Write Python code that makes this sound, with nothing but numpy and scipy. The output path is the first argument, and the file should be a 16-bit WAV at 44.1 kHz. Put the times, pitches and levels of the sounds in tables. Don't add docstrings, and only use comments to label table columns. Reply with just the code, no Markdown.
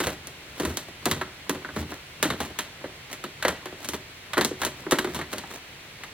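import sys
import numpy as np
from scipy import signal
from scipy.fft import rfft, irfft, next_fast_len
from scipy.io import wavfile
from scipy.ndimage import uniform_filter1d

SR = 44100
rng = np.random.default_rng(int(sys.argv[2]) if len(sys.argv) > 2 else 0)


def materialize(psi):
    bounded = np.clip(np.atleast_2d(psi).T, -1, 1)
    quanta = np.round(bounded * 32767).astype(np.int16)
    wavfile.write(sys.argv[1], SR, quanta)


N = 270319

# (frequency [Hz], level [dB])
HISS_MID = [(25, -4), (65, -4), (145, 0.5), (200, -9.5), (380, -6.5), (1200, -11.5), (2150, -6),
            (4200, -13), (5300, -21), (16000, -29)]
HISS_SIDE = [(40, -17), (300, -5), (1100, 2.5), (2500, 7.5), (5000, 1.5), (9500, -8.5), (13000, -41)]
# (frequency [Hz], t60 [s])
PORCH_DECAY = [(150, 0.33), (3000, 0.37), (14000, 0.18)]
# (centre time [s], length [s], rub [dB], flex [dB])
STROKES = [(.045, 0.11, -34.5, -35.5), (0.669, 0.19, -41.5, -33), (1.115, 0.088, -38, -30.5),
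           (1.503, 0.027, -52.5, -45), (1.786, 0.053, -39, -35), (1.928, .057, -42.5, -56),
           (2.274, .05, -45, -36), (2.436, 0.067, -40.5, -41.5), (3.121, 0.044, -44, -66),
           (3.483, 0.055, -44, -41), (3.85, 0.081, -42.5, -47.5), (3.947, 0.03, -37, -48.5),
           (4.42, .05, -50, -43), (4.63, 0.046, -36.5, -46), (4.807, 0.069, -48.5, -48),
           (5.14, 0.07, -43.5, -35.5), (5.34, 0.041, -40.5, -42), (5.524, 0.069, -38, -62)]
# (frequency [Hz], width [Hz], level [dB])
WOBBLE_MODES = [(78.3, 13.5, 2), (115, 27, -7.5), (142.6, 24, -1.5), (295, 110, -8.5)]
# (frequency [Hz], level [dB])
SCRAPE_COLOUR = [(70, -4), (250, 13), (700, 11), (4200, 2), (5400, -4), (16000, -7.5)]
# (frequency [Hz], level against the snap [dB], t60 [s])
RING_MODES = [(293.4, -7, 0.23), (371.5, -7, 0.37), (609, -9, 0.25), (983, -7.5, 0.064), (1333, -15, 0.083),
              (1760, -25, 0.11), (1936, -17, 0.45), (3180, -10.5, 0.22), (3940, -9.5, 0.14)]
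# (frequency [Hz], level [dB])
METAL_COLOUR = [(100, -15.5), (200, -2.5), (370, -1), (500, -6.5), (740, -9.5), (1000, -7.5), (1900, -9),
                (2350, -11.5), (2700, -8.5), (4100, -9), (5200, -16.5), (11000, -15.5), (16000, -22.5)]
# (frequency [Hz], t60 [s])
SHEET_DECAY = [(200, 0.13), (700, 0.079), (2000, 0.094), (5000, 0.051), (14000, 0.033)]
REGISTERS = [330, 1150, 3300, 9000]
BAND_EDGES = [120, 260, 550, 1100, 2200, 3300, 4800, 9000, 17000]
# (frequency [Hz], side against mid [dB])
HEARD_WIDTH = [(350, -26), (700, -13), (2400, -8.5), (4400, -6), (6000, 7), (8500, 1), (12000, -16)]
# (time [s], clank [dB], buckle [dB], brightness [dB/octave], dent pitch [Hz])
SNAPS = [(.002, -29.5, -30, -3, 330), (0.0371, -34.5, -51, -3.5, 1610), (.069, -31, -29.5, -2.5, 493),
         (.2709, -49, -47.5, 1.5, 530), (0.5981, -32.5, -28, -3, 627), (.632, -39.5, -30, -4, 370),
         (0.6503, -33.5, -33, -2, 310), (0.7705, -38, -40.5, 1, 3720), (.883, -47, -46.5, -4, 675),
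         (1.0556, -32, -33, 0.4, 1150), (1.062, -27, -26.5, -11, 707), (1.1124, -29, -30, -1.55, 3880),
         (1.2127, -29, -37, -7, 1320), (1.4941, -30, -27.5, -1.45, 297), (1.647, -35, -45, -10, 1500),
         (1.688, -39, -45, -14, 1520), (1.763, -34.3, -28, -6, 227), (1.92, -38.5, -39.5, -9, 317),
         (2.227, -24, -28.5, -1.5, 617), (2.2515, -32, -26, -5, 295), (2.302, -28.5, -34, -5, 3700),
         (2.403, -31, -31.5, -3.5, 840), (2.5881, -31, -38.5, -1.6, 1754), (2.841, -39.5, -36, -8.5, 540),
         (3.1287, -41, -45, -1.2, 2050), (3.239, -35.5, -37, -4, 1294), (3.4251, -30, -55, -4, 1540),
         (3.4495, -21.5, -26, -6.5, 495), (3.481, -26.5, -31.5, -3, 576), (3.656, -37.5, -39, -4, 376),
         (3.724, -44, -42.5, -8, 626), (3.8459, -44, -55, 0, 1620), (3.8874, -38.5, -36.5, 1, 330),
         (3.9343, -35.5, -35.5, -4, 413), (4.3332, -30.5, -60, -4, 3450), (4.37, -26.5, -26, -8, 390),
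         (4.378, -23, -20.5, -4.5, 355), (4.4103, -26, -30, -3, 3960), (4.4474, -33.5, -31.5, 1.1, 4050),
         (4.511, -44, -32, -8, 488), (4.6163, -30, -40.5, -3, 1026), (4.632, -30.5, -47, -5.5, 1640),
         (4.6491, -33.5, -39.5, .3, 960), (4.664, -33, -36, -4, 580), (4.865, -38.5, -29.5, -16, 355),
         (4.9101, -31, -50, -.5, 996), (4.9196, -22.5, -20.5, -3.5, 381), (4.9857, -26, -31, -3, 1580),
         (5.044, -32.5, -26.5, -4.8, 357), (5.0724, -39, -32, -6.5, 356), (5.146, -36.5, -47, -1.6, 985),
         (5.161, -39, -41, -2.5, 1017), (5.189, -36, -34.5, -5, 326), (5.2131, -35, -46, -6, 1880),
         (5.3289, -34, -35, -2.5, 528), (5.3819, -41, -50, -0.5, 3930), (5.436, -40.5, -52, -9, 845),
         (6.0349, -39.5, -54, -4.5, 2070)]


def amp(db):
    return 10 ** (np.asarray(db) / 20)


def unit(x):
    return x / np.sqrt(np.mean(x ** 2, axis=-1, keepdims=True) + 1e-20)


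def norm(x):
    return unit(x) / np.sqrt(x.shape[-1])


def along(points, hz):
    f, v = np.transpose(points)
    return np.interp(np.log(hz + 1), np.log(f), v)


def filtered(x, response):
    n = x.shape[-1]
    m = next_fast_len(n + SR // 10)
    return irfft(rfft(x, m) * response(np.fft.rfftfreq(m, 1 / SR)), m)[..., :n]


def noise(colour):
    return unit(filtered(rng.standard_normal(N), lambda hz: amp(along(colour, hz))))


def add(track, s, sound):
    i = max(0, round(s * SR))
    track[..., i:i + sound.shape[-1]] += sound[..., :max(0, track.shape[-1] - i)]


def outdoor_hiss(mid_db=-46, side_db=-49):
    return np.array([amp(mid_db) * noise(HISS_MID), amp(side_db) * noise(HISS_SIDE)])


def sheet_wobble(level_db=-1, lag_s=0.019, swell_s=0.039, settle_s=0.053, rest_db=-60):
    def body(hz):
        modes = sum((-1) ** k * amp(db) * 1j * hz * width / (centre ** 2 - hz ** 2 + 1j * hz * width)
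                    for k, (centre, width, db) in enumerate(WOBBLE_MODES))
        return modes / (1 + (hz / 500) ** 4) / (1 + (50 / (hz + 1)) ** 8)

    wobble = unit(filtered(rng.standard_normal(N), body))
    t = np.arange(N) / SR - lag_s
    bend = sum(amp(flex_db) * np.exp(-np.maximum((s - t) / swell_s, (t - s) / settle_s))
               for s, _, _, flex_db in STROKES)
    return wobble * (amp(level_db) * bend + amp(rest_db))


def point_scrape(slips_per_s=400, spread_db=4, slip_t60=0.025):
    t = np.arange(N) / SR
    strokes = sum(amp(rub_db) * np.exp(-2 * ((t - s) / length) ** 2) for s, length, rub_db, _ in STROKES)
    slips = (rng.random(N) < slips_per_s / SR) * amp(spread_db * np.clip(rng.standard_normal(N), -2, 2))
    power = signal.lfilter([1], [1, -amp(-60 / (slip_t60 * SR)) ** 2], slips ** 2)
    rasp = np.array([noise(SCRAPE_COLOUR), noise(SCRAPE_COLOUR)])
    return strokes * unit(np.sqrt(power) * rasp)


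def touch_cues(pause_s=.14, lead_s=.029, clank_db=-52, buckle_db=-54.5, brightness=-8, dent_hz=1050):
    times = [row[0] for row in SNAPS]
    return [(s - lead_s, clank_db, buckle_db, brightness, dent_hz)
            for before, s in zip(times, times[1:]) if s - before > pause_s]


def settle_cues(bent_db=-47.5, after_s=.045, clank_db=-44, buckle_db=-42, brightness=-5, dent_hz=653):
    bends = [s for s, _, _, flex_db in STROKES if flex_db > bent_db]
    scatter = rng.standard_normal((len(STROKES), 3)) * [.012, 2, .246]
    return [(s + after_s + late_s, clank_db + db, buckle_db + db, brightness, dent_hz * 2 ** octaves)
            for s, (late_s, db, octaves) in zip(bends, scatter)]


def sheet_ring(levels, attack_s=0.00053, scatter_db=2):
    t = np.arange(SR // 4) / SR
    hz, mode_db, t60 = np.transpose(RING_MODES)[:, :, None]
    snap_db = along(list(zip(REGISTERS, levels)), hz)
    gain = amp(snap_db + mode_db + scatter_db * rng.standard_normal(hz.shape))
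    phase = rng.uniform(0, 2 * np.pi, hz.shape)
    partials = gain * amp(-60 * t / t60) * np.sin(2 * np.pi * hz * t + phase)
    return partials.sum(0) * (1 - np.exp(-t / attack_s))


def dent_ping(t, dent_hz, sag=0.039):
    t60 = 0.033 * (REGISTERS[1] / dent_hz) ** 0.66
    pitch = dent_hz * (1 + sag * (2 * np.exp(-t * 5 / t60) - 1))
    attack = 1 - np.exp(-t * dent_hz)
    return norm(np.sin(2 * np.pi * np.cumsum(pitch) / SR) * amp(-60 * t / t60) * attack)


def bending_waves(t, sharpness, dent_hz, travel_s=0.003493, curve_s=.0022, porch_db=-14, crinkle_db=2):
    hz = np.fft.rfftfreq(len(t), 1 / SR) + 1
    lo, hi = np.array([BAND_EDGES[:-1], BAND_EDGES[1:]])[:, :, None]
    band_hz = np.sqrt(lo * hi)
    slowness = REGISTERS[0] / band_hz
    dent_boost = 1 + 1 / (1 + 8 * (hz / dent_hz - dent_hz / hz) ** 2)
    bands = dent_boost * amp(along(METAL_COLOUR, hz)) / (1 + (lo / hz) ** 20) / (1 + (hz / hi) ** 20)
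    delay = travel_s * np.sqrt(REGISTERS[0] / hz) + curve_s * (REGISTERS[0] / hz) ** 2
    path = rng.uniform(.75, 1.25, (2, 1, 1))
    direct = irfft(bands * np.exp(-2j * np.pi * path * np.cumsum(delay) * SR / len(t)), len(t))
    rise_s = travel_s * slowness + curve_s * slowness ** 2 + 0.003 * (1 - sharpness) ** 4
    rise = 1 - np.exp(-(t / rise_s) ** 2)
    sheet_tail = amp(-60 * t / along(SHEET_DECAY, band_hz))
    porch_tail = amp(porch_db - 60 * t / along(PORCH_DECAY, band_hz))
    crinkle = amp(crinkle_db * unit(uniform_filter1d(rng.standard_normal(len(t)), size=50)))
    wash = irfft(bands * rfft(rng.standard_normal((2, 1, len(t)))), len(t))
    echoes = wash * rise * np.hypot(sheet_tail, porch_tail) * crinkle
    direct_share = sharpness + (1 - sharpness) * slowness / (slowness + 2)
    waves = np.sqrt(direct_share) * norm(direct) + np.sqrt(1 - direct_share) * norm(echoes)
    waves *= np.linalg.norm(bands, axis=1, keepdims=True)
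    return norm(waves.reshape(2, len(REGISTERS), 2, -1).sum(2))


def register_levels(clank_db, buckle_db, brightness, dent_hz):
    crack_db, fizz_db = clank_db + brightness * np.log2(np.array(REGISTERS[2:]) / REGISTERS[1])
    crack_db += 0.83 * np.log2(dent_hz / REGISTERS[1])
    return np.array([buckle_db, clank_db, crack_db, fizz_db])


def snap(levels, brightness, dent_hz, ping_db=-3, trim_db=0.05):
    t = np.arange(SR // 6) / SR
    sharpness = 0.16 + 0.05 * max(0, brightness + 2)
    waves = bending_waves(t, sharpness, dent_hz)
    ping_register = np.searchsorted(BAND_EDGES[2:-1:2], dent_hz)
    waves[0, ping_register] += amp(ping_db) * (REGISTERS[0] / dent_hz) ** 0.06 * dent_ping(t, dent_hz)
    attack_rms = np.sqrt(np.mean(waves[..., :SR // 50] ** 2, axis=-1, keepdims=True))
    return (waves / attack_rms * amp(levels + trim_db)[:, None]).sum(1)


def punching():
    sheet = point_scrape()
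    for s, clank_db, buckle_db, brightness, dent_hz in SNAPS + settle_cues() + touch_cues():
        levels = register_levels(clank_db, buckle_db, brightness, dent_hz)
        add(sheet, s, snap(levels, brightness, dent_hz))
        add(sheet[0], s, sheet_ring(levels))
    mid, scatter = sheet
    side = (filtered(mid, lambda hz: -1j) + scatter) / np.sqrt(2)
    return np.array([mid, filtered(side, lambda hz: amp(along(HEARD_WIDTH, hz)))])


def scene():
    mid, side = punching() + outdoor_hiss()
    mid = mid + sheet_wobble()
    return np.array([mid + side, mid - side])


def record(dry, notch_hz=4900, notch_width_hz=90, low_cut_hz=33, band_limit_hz=16700):
    mid = filtered(dry.mean(0), lambda hz: 1 - np.exp(-((hz - notch_hz) / notch_width_hz) ** 2))
    side = (dry[0] - dry[1]) / 2
    stereo = np.array([mid + side, mid - side])
    return filtered(stereo, lambda hz: 1 / (1 + (low_cut_hz / (hz + 1)) ** 4)
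                    / (1 + (hz / band_limit_hz) ** 80))


dry = scene()
out = record(dry)
materialize(out)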